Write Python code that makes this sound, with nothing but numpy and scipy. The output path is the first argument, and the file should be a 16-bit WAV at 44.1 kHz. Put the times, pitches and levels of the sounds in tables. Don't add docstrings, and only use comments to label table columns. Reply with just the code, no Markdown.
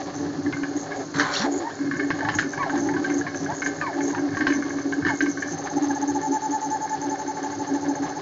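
import sys
import numpy as np
from scipy import signal
from scipy.fft import rfft, irfft, next_fast_len
from scipy.io import wavfile
from scipy.ndimage import uniform_filter1d

SR = 44100
rng = np.random.default_rng(int(sys.argv[2]) if len(sys.argv) > 2 else 0)


def wav_out(sig):
    wavfile.write(sys.argv[1], SR, np.round(np.clip(np.atleast_2d(sig).T, -1, 1) * 32767).astype(np.int16))


N = 362061
TIME = np.arange(N) / SR


def from_db(db):
    return 10 ** (np.asarray(db) / 20)


def rms_one(x):
    return x / np.sqrt(np.mean(x ** 2) + 1e-20)


def in_time(rows):
    s, *columns = np.transpose(rows)
    return [np.interp(TIME, s, column) for column in columns]


def drift(rate_hz):
    pole = np.exp(-40 * np.pi * rate_hz / SR)
    noise = rng.standard_normal(N // 20 + 2002)
    slow = signal.lfilter([1], [1, -2 * pole, pole * pole], noise)[2000:]
    return np.interp(np.arange(N) / 20, np.arange(len(slow)), rms_one(slow))


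def colour(x, spectrum):
    size = next_fast_len(N + SR // 10)
    hz, db = np.transpose(spectrum)
    bins = np.maximum(np.arange(size // 2 + 1) * SR / size, 1)
    rolloff = 1 + (bins / hz[-1] / 2) ** 4
    gain = from_db(np.interp(np.log(bins), np.log(hz), db)) / rolloff
    return rms_one(irfft(rfft(x, size) * gain, size)[:N])


def ring(x, hz, t60):
    r, w = from_db(-60 / (t60 * SR)), 2 * np.pi * hz / SR
    return signal.lfilter([0, np.sin(w)], [1, -2 * r * np.cos(w), r * r], x + 1e-18)


def resonance(x, hz, width_hz):
    r = np.exp(-np.pi * width_hz / SR)
    feedback = [1, -2 * r * np.cos(2 * np.pi * hz / SR), r * r]
    return signal.lfilter(np.array([1, 0, -1]) * (1 - r * r) / 2, feedback, x + 1e-18)


def turning(hz):
    return 2 * np.pi * np.cumsum(hz) / SR


def grains(per_s, spread_db):
    strength = from_db(spread_db * np.minimum(rng.exponential(1, N), 4))
    return (rng.random(N) < per_s / SR) * rng.choice([-1, 1], N) * strength


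def gate(t, start, end, attack_s, release_s):
    return np.clip(np.minimum((t - start) / attack_s, (end - t) / release_s) + .5, 0, 1)


def held(rows, attack_s, release_s):
    height = np.zeros(N)
    for s, length, db, *_ in rows:
        near = (TIME > s - attack_s) & (TIME < s + length + release_s)
        move = from_db(db) * gate(TIME[near], s, s + length, attack_s, release_s)
        height[near] = np.maximum(height[near], move)
    return height


def swells(rows):
    power, pitch = np.full(N, 1e-12), np.full(N, 1e-12 * rows[0][2])
    for s, length, hz, db, glide_octaves_per_s in rows:
        near = slice(max(int((s - 2 * length) * SR), 0), int((s + 2 * length) * SR))
        bell = np.exp(-(2 * (TIME[near] - s) / length) ** 2)
        swell = (from_db(db) * bell) ** 2
        power[near] += swell
        pitch[near] += swell * hz * 2 ** (glide_octaves_per_s * (TIME[near] - s))
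    return np.sqrt(power), pitch / power


def segments(per_s):
    piece = np.cumsum(rng.random(N) < per_s / SR)
    return uniform_filter1d(np.clip(rng.standard_normal(N), -2, 2)[piece], size=130)


ROOM_T60_S = 0.24


def room(x):
    age = TIME[:SR // 2]
    tail = rng.standard_normal(len(age)) * from_db(-60 * age / ROOM_T60_S) * (age > .004)
    return signal.fftconvolve(x, tail / np.sqrt(np.sum(tail ** 2)))[:N]


# (frequency [Hz], relative level [dB])
FAN_SPECTRUM = [(100, -7), (300, 22.5), (800, 8.5), (1500, 9.5), (2500, -7), (3600, -3.5), (4320, 5),
                (4800, 2.5), (5700, 1), (6300, 2.5), (7100, -2), (7600, -18)]
# (frequency [Hz], level [dB])
FAN_TONES = [(3698, -76.5), (4090, -69), (4333, -58)]
# (start [s], length [s], level [dB])
CRAWLS = [(0.327, 0.24, -33), (1.15, 0.1, -30), (1.83, 0.37, -36.5), (2.108, 0.34, -33.5),
          (2.838, 0.28, -35), (3.154, 0.17, -35), (3.378, 0.18, -33), (3.736, 0.13, -37.5),
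          (4.282, 0.1, -33), (5.006, 0.15, -31)]
# (time [s], level [dB])
RUMBLE_FLOOR = [(0, -39), (1.0, -42), (1.65, -47), (1.95, -38.5), (4.0, -41.5), (5.5, -39.5), (7.0, -46),
                (7.8, -41), (8.2, -41.5)]
# (frequency [Hz], relative level [dB])
RUMBLE_SPECTRUM = [(25, -27.5), (68, -44.5), (88, -5.5), (106, -2), (130, -7.5), (156, 2.5), (195, -9),
                   (240, -10.5), (300, 3.5), (450, -37.5)]
# (time [s], level [dB])
SLIDING = [(0, -36.5), (0.4, -41), (1.0, -37), (1.12, -62.5), (1.2, -33.5), (1.44, -36.5), (1.62, -37.5),
           (1.92, -50), (2.28, -34), (2.44, -44.5), (2.72, -35), (3.16, -40.5), (3.55, -37), (3.76, -39),
           (4.88, -41), (5.3, -47.5), (5.6, -37), (6.4, -41.5), (8.2, -37)]
# (frequency [Hz], relative level [dB])
BELT_SPECTRUM = [(340, -22.5), (385, 11), (440, -5), (490, -5.5), (540, -2), (577, 7.5), (620, -8.5),
                 (690, -3.5), (775, 4), (860, -10), (1200, -33)]
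# (frequency [Hz], relative level [dB])
BEARING_SPECTRUM = [(500, -17), (760, 7.5), (950, -4.5), (1100, -0.5), (1330, -7), (1550, -21), (1700, 2),
                    (1950, -9.5), (2150, -12.5), (2500, -20), (4000, -16.5), (7000, -28)]
FAN_DB = -40.5
BELT_SPREAD_DB = 2.2


def mechanism(crawl_db=0, attack_s=0.031, release_s=0.07, belt_db=-1.5,
              bearing_db=-45.5, bearing_per_db=1.49):
    slide_db, = in_time(SLIDING)
    crawling = from_db(crawl_db) * held(CRAWLS, attack_s, release_s)
    shaking = np.maximum(crawling, from_db(in_time(RUMBLE_FLOOR)[0]))
    rumble = shaking * from_db(2.06 * drift(11.0)) * colour(grains(500, 1.5), RUMBLE_SPECTRUM)
    belt_level = from_db(slide_db + belt_db + 2 * drift(4))
    belt = belt_level * colour(grains(700, BELT_SPREAD_DB), BELT_SPECTRUM)
    swing_db = bearing_per_db * (slide_db - slide_db.mean())
    bearing_level = from_db(bearing_db + swing_db + 7.3 * np.tanh(drift(19)))
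    bearings = bearing_level * colour(grains(1200, 1.5), BEARING_SPECTRUM)
    fan = from_db(FAN_DB) * colour(rng.standard_normal(N), FAN_SPECTRUM)
    tones = sum(from_db(db) * np.sin(turning(hz * (1 + 0.002004 * drift(9.2)))) for hz, db in FAN_TONES)
    return rumble + belt + bearings + fan + tones


# (frequency [Hz], relative level [dB], t60 [s])
CARRIAGE_MODES = [(1117, -6, 0.074), (1566, -7.5, 0.029), (1552, 2.5, 0.049), (1654.5, 4, 0.054),
                  (1754, 4, 0.032), (1990, -19, 0.022), (2125, -11.5, 0.12), (2247, -18.5, 0.18)]


def ticking(per_s, spread_db):
    small = grains(per_s, spread_db)
    modes = [from_db(db) * ring(small, hz, t60 / 2) for hz, db, t60 in CARRIAGE_MODES]
    return rms_one(sum((-1) ** k * mode for k, mode in enumerate(modes)))


# (time [s], strength before each layer's trim [dB])
KNOCKS = [(0.461, -24.5), (0.5252, -20.5), (0.567, -27), (0.633, -21.5), (0.9171, -22), (1.184, -24),
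          (1.197, -10), (1.205, -12.5), (1.217, -21), (1.912, -18), (1.938, -25), (1.996, -17),
          (2.028, -26), (2.104, -13.5), (2.1913, -29), (2.2063, -20), (2.2487, -17.5), (2.2867, -12),
          (2.341, -20), (2.386, -9.5), (2.427, -22), (2.5322, -22.5), (2.576, -21.5), (2.628, -18),
          (2.696, -20), (2.7627, -24.5), (2.8883, -23), (2.938, -25), (2.9634, -20.5), (3.0423, -15.5),
          (3.1, -23), (3.118, -25), (3.2102, -21), (3.265, -19.5), (3.3448, -23.5), (3.459, -23),
          (3.518, -25), (3.6196, -16.5), (3.6606, -14.5), (3.72, -38), (3.8128, -17), (3.864, -22),
          (3.929, -28), (4.0042, -22.5), (4.148, -22), (4.1799, -24.5), (4.289, -35.5), (4.348, -24.5),
          (4.369, -18), (4.4066, -14.5), (4.4682, -10.5), (4.5012, -18.5), (4.523, -17.5), (4.6232, -22),
          (4.784, -26.5), (4.9232, -17.5), (5.023, -24), (5.0483, -15.5), (5.0653, -15), (5.0817, -16.5),
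          (5.0988, -17.5), (5.206, -12.5), (5.2596, -20), (5.3724, -22), (5.4222, -16.5), (5.483, -27),
          (5.671, -23.5), (6.212, -32)]
# (frequency [Hz], relative level [dB])
CRACK_SPECTRUM = [(500, -22.5), (1700, 4.5), (2600, -13.5), (2950, 12), (3500, -2.5), (4150, 9.5),
                  (4700, 1.5), (5200, 5), (5700, -3.5), (7000, -13)]
# (time [s], level [dB])
TICKS = [(0, -55.5), (1.8, -43.5), (2.0, -43), (2.9, -49.5), (3.9, -48), (4.5, -40), (5.2, -49),
         (5.8, -52.5), (8.2, -45.5)]
CONTACT_S, MODE_SPREAD_DB, MODE_DETUNE = .0012, 3.5, .014
DAMPING = (.55, 1.1)
REBOUND_S, REBOUND_SHARE = (.003, .009), .35


def knocks(level_db=-10.5, ring_on_db=-24, ring_on_t60_s=0.38, crack_db=-22, hard_db=-12,
           crack_per_db=0.76, crack_s=0.018, crack_rise_s=0.0012, chatter_db=-21, chatter_s=0.029):
    age = TIME[:SR // 6]
    out, cracks, shaken = np.zeros((3, N + SR))
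    hz, mode_db, t60 = np.transpose(CARRIAGE_MODES)[:, :, None]
    crack = np.exp(-age / crack_s) * (1 - np.exp(-age / crack_rise_s))
    for s, db in KNOCKS:
        span = slice(int(s * SR), int(s * SR) + len(age))
        ring_on = from_db(ring_on_db - 60 * age / ring_on_t60_s)
        decay = from_db(-60 * age / (t60 * rng.uniform(*DAMPING))) + ring_on
        gain = from_db(mode_db + MODE_SPREAD_DB * rng.standard_normal(hz.shape))
        gain = gain * rng.choice([-1, 1], hz.shape)
        detuned_hz = hz * (1 + MODE_DETUNE * rng.standard_normal(hz.shape))
        modes = gain * decay * np.sin(2 * np.pi * detuned_hz * age)
        rebound = np.maximum(age - rng.uniform(*REBOUND_S), 0)
        contacts = sum(share * np.sqrt(t) * np.exp(-t / CONTACT_S)
                       for t, share in ((age, 1), (rebound, REBOUND_SHARE)))
        blow = rng.standard_normal(len(age)) * contacts
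        knock = signal.fftconvolve(blow, modes.sum(0))[:len(age)]
        out[span] += from_db(db + level_db) * knock / knock[age < .02].std()
        cracks[span] += from_db(db + crack_db + crack_per_db * (db - hard_db)) * crack
        shaken[span] += from_db(db + chatter_db) * np.exp(-age / chatter_s)
    chatter = shaken[:N] * ticking(per_s=220, spread_db=1.7)
    ticks = from_db(in_time(TICKS)[0]) * ticking(per_s=110, spread_db=4.0)
    return out[:N] + cracks[:N] * colour(grains(2500, 1.4), CRACK_SPECTRUM) + chatter + ticks


# (time [s], middle step rate [Hz], whine level [dB])
TRAVEL = [(1.14, 897, -37), (1.205, 1483, -28), (1.249, 1100, -32), (1.303, 901, -32.5), (1.345, 1900, -38),
          (1.37, 4140, -21.5), (1.394, 3790, -38), (1.435, 1600, -42), (1.467, 708, -19.5)]
# (frequency [Hz], relative level [dB])
RASP_SPECTRUM = [(150, -22), (700, -8), (1080, 7), (1350, 6.5), (1650, 10), (2300, -3.5), (2700, -16),
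                 (4200, -1), (5500, -32), (7200, -11.5)]
# (time [s], middle level [dB])
TRAVEL_HISS = [(1.13, -55), (1.16, -38), (1.183, -48), (1.2, -27.5), (1.225, -46), (1.29, -57), (1.34, -31),
               (1.375, -31.5), (1.43, -33), (1.49, -67)]
# (frequency [Hz], relative level [dB])
BELT_HISS_SPECTRUM = [(1500, -33), (3200, 8.5), (3800, 7), (4300, 19), (4800, 7), (5700, 16), (7000, -6)]


def travel(wander=0.077, grit=0.32, rasp_db=-31, attack_s=.004, release_s=0.014):
    hz, whine_db = in_time(TRAVEL)
    tone = np.sin(turning(hz * (1 + wander * drift(302))))
    whine = from_db(whine_db) * tone * (1 + grit * drift(580))
    rasp = from_db(rasp_db) * colour(grains(900, 1.6), RASP_SPECTRUM)
    hiss_level = from_db(in_time(TRAVEL_HISS)[0] + 2 * drift(120))
    hiss = hiss_level * colour(grains(3500, 1.6), BELT_HISS_SPECTRUM)
    return gate(TIME, TRAVEL[0][0], TRAVEL[-1][0], attack_s, release_s) * (whine + rasp + hiss)


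def housing(centre_hz, wander=0.022, grit=0.93):
    tones = sum(np.sin(turning(centre_hz * (1 + wander * drift(25.115)))) for motor in range(2))
    return rms_one(tones * (1 + grit * drift(600)))


# (start [s], length [s], level before trim [dB], centre [Hz])
SQUEALS = [(0.145, 0.0542, -42, 6325), (0.766, 0.0851, -37, 6490), (1.147, 0.09, -41, 6420),
           (1.317, 0.11, -41, 6700), (1.52, 0.0751, -36.5, 6792), (2.335, 0.098, -37.5, 6506),
           (2.505, 0.041, -35, 6345), (2.761, 0.155, -40.5, 6420), (3.11, 0.1, -40.5, 6395),
           (3.351, 0.117, -38.5, 6187), (3.54, 0.08, -40.5, 6450), (3.633, 0.055, -34, 6573),
           (4.01, 0.125, -37.5, 6415), (4.35, 0.063, -41.5, 6360), (4.524, 0.05, -38, 6310),
           (4.586, 0.19, -46, 6300), (4.916, 0.05, -41.5, 6380), (5.148, 0.043, -36, 6600),
           (5.226, 0.024, -37, 6260), (5.286, 0.046, -37.5, 6240), (5.393, 0.032, -38, 6380),
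           (5.47, 0.047, -38.5, 6300)]
SQUEAL_CHOP_DB = 2.6


def squeals(level_db=-0.5, attack_s=0.048, release_s=0.042, faint_db=-51, faint_swing_db=5):
    centres = [(s + part * length, hz) for s, length, db, hz in SQUEALS for part in (0, 1)]
    hz, = in_time(centres)
    outlining = TIME < ZIGZAGS[0][0]
    faint = from_db(faint_db + faint_swing_db * np.tanh(drift(9.5))) * outlining
    height = np.maximum(held(SQUEALS, attack_s, release_s), faint)
    return height * from_db(level_db + SQUEAL_CHOP_DB * drift(33)) * housing(hz)


# (middle [s], length [s], step rate [Hz], height [dB], glide [octaves/s])
QUICK_MOVES = [(1.02, 0.089, 610, -33.5, -1.5), (1.235, 0.08, 992, -28, 1.5), (1.46, 0.06, 820, -25, -5),
               (1.667, 0.055, 947.8, -25.5, 1.5), (1.715, 0.046, 1780, -36.5, 1.5),
               (2.231, 0.018, 809, -19, -3.5), (2.278, 0.048, 856, -22.5, 3), (2.356, 0.03, 826, -28, 0),
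               (2.58, 0.026, 848, -30, 12), (2.62, 0.054, 1060, -22, -3), (2.67, 0.038, 812, -23.5, -6),
               (2.7, 0.027, 1038, -28, 9.5), (2.74, 0.035, 819, -24.5, 0), (2.895, 0.14, 863, -29.5, 2),
               (3.25, 0.055, 717, -33.5, -5), (3.505, 0.058, 842, -24.5, 5.5),
               (3.845, 0.061, 1090, -25, -3.5), (3.89, 0.086, 866, -27, -10), (3.996, 0.049, 826, -27, 2),
               (4.163, 0.061, 955, -26.5, 1), (5.105, 0.081, 852, -27.5, -6.5)]
SEGMENTS_PER_S, RATE_JUMP, RATE_SHUDDER, LEVEL_JUMP_DB = 80, .05, .012, 3.5


def quick_moves(other_ratio=.88, level_db=-3, second_db=-14, other_db=-7):
    height, hz = swells(QUICK_MOVES)
    motors = 0
    for ratio, share in ((1.02, 1), (other_ratio, from_db(other_db))):
        jumping = 1 + RATE_JUMP * segments(SEGMENTS_PER_S) + RATE_SHUDDER * drift(220)
        phase = turning(hz * ratio * jumping)
        strength = share * from_db(LEVEL_JUMP_DB * segments(SEGMENTS_PER_S))
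        motors = motors + strength * (np.sin(phase) + from_db(second_db) * np.sin(2 * phase))
    return height * from_db(level_db) * motors


GLIDE_WANDER = .025


def glide(points):
    hz, db = in_time(points)
    return from_db(db + 2 * drift(61)) * np.sin(turning(hz * (1 + GLIDE_WANDER * drift(90))))


# (start [s], length [s], level before trim [dB])
SLOW_MOVES = [(0.17, 0.09, -26.5), (0.285, 0.035, -29), (0.385, 0.023, -23), (0.446, 0.057, -23),
              (0.567, 0.034, -25.5), (0.605, 0.061, -28), (0.677, 0.056, -27), (0.752, 0.019, -23),
              (0.978, 0.048, -27.5), (1.16, 0.079, -26), (1.445, 0.15, -23.5), (1.798, 0.099, -26.5),
              (1.93, 0.19, -25.5), (1.998, 0.044, -20), (2.185, 0.037, -24), (2.442, 0.048, -27),
              (2.707, 0.323, -26), (3.055, 0.17, -26), (3.338, 0.032, -27), (3.411, 0.066, -27),
              (3.645, 0.077, -27), (3.955, 0.18, -23.5), (4.174, 0.13, -26), (4.31, 0.035, -26),
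              (4.385, 0.17, -25.5), (4.559, 0.058, -23), (4.65, 0.046, -26.5), (4.705, 0.05, -28.5),
              (4.754, 0.053, -24.5), (4.849, 0.11, -24), (4.972, 0.035, -18.5), (5.044, 0.035, -22),
              (5.11, 0.064, -29), (5.212, 0.04, -18), (5.25, 0.065, -25.5), (5.367, 0.031, -25.5),
              (5.445, 0.043, -27.5), (5.515, 0.028, -24.5), (5.745, 0.054, -23.5), (5.81, 0.14, -23.5),
              (5.98, 0.074, -24), (6.05, 0.16, -26.5), (6.288, 0.062, -22.5), (6.475, 0.058, -27.5),
              (6.67, 0.05, -28), (6.99, 0.063, -29.5), (7.067, 0.029, -19), (7.11, 0.032, -24.5),
              (7.275, 0.021, -24), (7.4, 0.08, -30.5), (7.57, 0.069, -27.5), (7.712, 0.051, -16.5),
              (7.755, 0.1, -29), (7.86, 0.051, -19), (7.905, 0.03, -22), (8.003, 0.039, -20.5)]
# (frequency [Hz], width of first filter pass [Hz], relative level [dB])
FRAME_MODES = [(301.4, 22.6, -6), (353, 13, -9.5), (397.6, 10, -15.5), (589, 16, -22.5)]
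# (time [s], middle step rate [Hz], middle level [dB])
GLIDES = [
    [(1.36, 147.9, -74), (1.4, 178.3, -32.5), (1.46, 266.7, -21.5), (1.56, 367, -32), (1.63, 336, -25.5),
     (1.72, 293, -64)],
    [(2.69, 288, -72), (2.71, 292.3, -28), (2.81, 363.5, -26.5), (2.86, 300, -23.5), (2.93, 383.4, -31.5),
     (3.0, 273.3, -19), (3.05, 366, -28.5), (3.1, 336, -78)],
]
GROWL_HZ, GROWL_OCTAVES, GROWL_DB = 320, .5, -8
BOOM_SWING = .2


def slow_moves(level_db=-2, main_hz=283, main_wander=0.012, attack_s=0.038, release_s=0.041,
               segments_db=-1.64, idle_db=-41, second_db=-10):
    outline = held(SLOW_MOVES, attack_s, release_s) * from_db(level_db + segments_db * drift(3.1))
    main_phase = turning(main_hz * (1 + main_wander * drift(27.0)))
    boom = np.sqrt(2) * np.sin(main_phase) * (1 + BOOM_SWING * drift(28))
    for hz, width, db in FRAME_MODES:
        once = resonance(rng.standard_normal(N), hz, width)
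        boom = boom + from_db(db) * rms_one(resonance(once, hz, 2 * width))
    curving = TIME < ZIGZAGS[0][0]
    step = turning(GROWL_HZ * 2 ** (GROWL_OCTAVES * np.tanh(drift(9))))
    growl_tone = np.sin(step) + from_db(second_db) * np.sin(2 * step)
    growl = curving * outline * from_db(GROWL_DB) * growl_tone
    height = np.sqrt(outline ** 2 + from_db(idle_db) ** 2)
    return height * boom + sum(glide(points) for points in GLIDES) + growl


# (start [s], first time from stroke to stroke [s], its growth [s per stroke])
ZIGZAGS = [(5.519, .059, .0007), (6.213, .0985, -.0004), (7.007, .0874, -.00158)]
TURN_S = 0.018


def strokes():
    out = []
    limits = [row[0] for row in ZIGZAGS[1:]] + [N / SR]
    for (s, period, growth), limit in zip(ZIGZAGS, limits):
        while s + period / 2 < limit and period > TURN_S:
            out.append((s, s + period - TURN_S))
            s, period = s + period, period + growth
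    return out


# (time [s], rate [Hz])
TURN_HZ = [(5.52, 709.4), (5.95, 748.4)]
# (time [s], level [dB])
ZIGZAG_LEVEL = [(5.52, -34), (5.65, -27), (5.85, -24.5), (6.1, -24), (6.31, -22.5), (6.92, -24.5),
                (7.05, -27), (7.43, -27), (7.74, -28), (8.2, -27.5)]
# (frequency [Hz], width [Hz], level [dB])
RODS = [(772, 11, 0.5), (874, 11, -5)]
FEED_HZ = 868
ACCELERATION_HZ_PER_S, BRAKING_HZ_PER_S = 9300, 4500
STROKE_RAMP_S = 0.016
DIRECTION_DB = 1.4
SPEED_JITTER, BUILD_UP_DB = .001, 3
WHINE_SHUDDER, OTHER_MOTOR_SWING_DB = .18, 3.5


def infill(whine_db=-5, second_db=-19, eighth_db=-13, squeal_db=-37, fade_db_per_s=-2,
           squeal_sag_db=-9, other_db=-10.5):
    hz, = in_time(TURN_HZ)
    height, squealing = np.zeros(N), np.zeros(N)
    for k, (start, end) in enumerate(strokes()):
        span = slice(int(start * SR), int(end * SR))
        since, until = TIME[span] - start, end - TIME[span]
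        done = since / (end - start)
        speed_up = np.minimum(ACCELERATION_HZ_PER_S * since, BRAKING_HZ_PER_S * until)
        hz[span] = np.minimum(hz[span] + speed_up, FEED_HZ)
        db = whine_db + DIRECTION_DB * (-1) ** k + BUILD_UP_DB * np.clip(done, 0, .7)
        height[span] = from_db(db) * np.clip(np.minimum(since, until) / STROKE_RAMP_S, 0, 1)
        squealing[span] = from_db(squeal_sag_db * done ** 2)
    height = uniform_filter1d(height, size=300) * from_db(in_time(ZIGZAG_LEVEL)[0])
    squealing = uniform_filter1d(squealing, size=300)
    cruising = uniform_filter1d(1. * (hz >= FEED_HZ), size=500)

    phase = turning(hz * (1 + SPEED_JITTER * drift(23)))
    second = from_db(second_db + 7.1 * drift(25)) * np.sin(2 * phase)
    whine = height * (1 + WHINE_SHUDDER * drift(90)) * (np.sin(phase) + second)
    other_level = height * from_db(other_db + OTHER_MOTOR_SWING_DB * drift(40))
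    other_motor = other_level * np.sin(turning(hz * .92 * (1 + 0.022 * drift(80))))
    rods = sum(from_db(db) * resonance(whine + other_motor, f, width) for f, width, db in RODS)
    whistle = from_db(eighth_db) * height * cruising * np.sin(8 * phase)
    fading_db = fade_db_per_s * (TIME - ZIGZAGS[0][0])
    squeal_level = from_db(squeal_db + fading_db + 2 * drift(46)) * squealing
    squeal = squeal_level * housing(6350, wander=0.011, grit=0.63)
    return whine + other_motor + rods + whistle + squeal


def scene(motor_room_db=-12, knock_room_db=-9):
    motors = quick_moves() + squeals() + infill() + travel()
    rattle = knocks()
    echo = room(from_db(motor_room_db) * motors + from_db(knock_room_db) * rattle)
    return (slow_moves() + motors + rattle + mechanism() + echo)[None]


CUTOFF_HZ = 7550


def record(dry):
    lowpass = signal.ellip(10, .3, 80, CUTOFF_HZ - 200, fs=SR, output="sos")
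    return signal.sosfilt(lowpass, dry)


dry = scene()
out = record(dry)
wav_out(out)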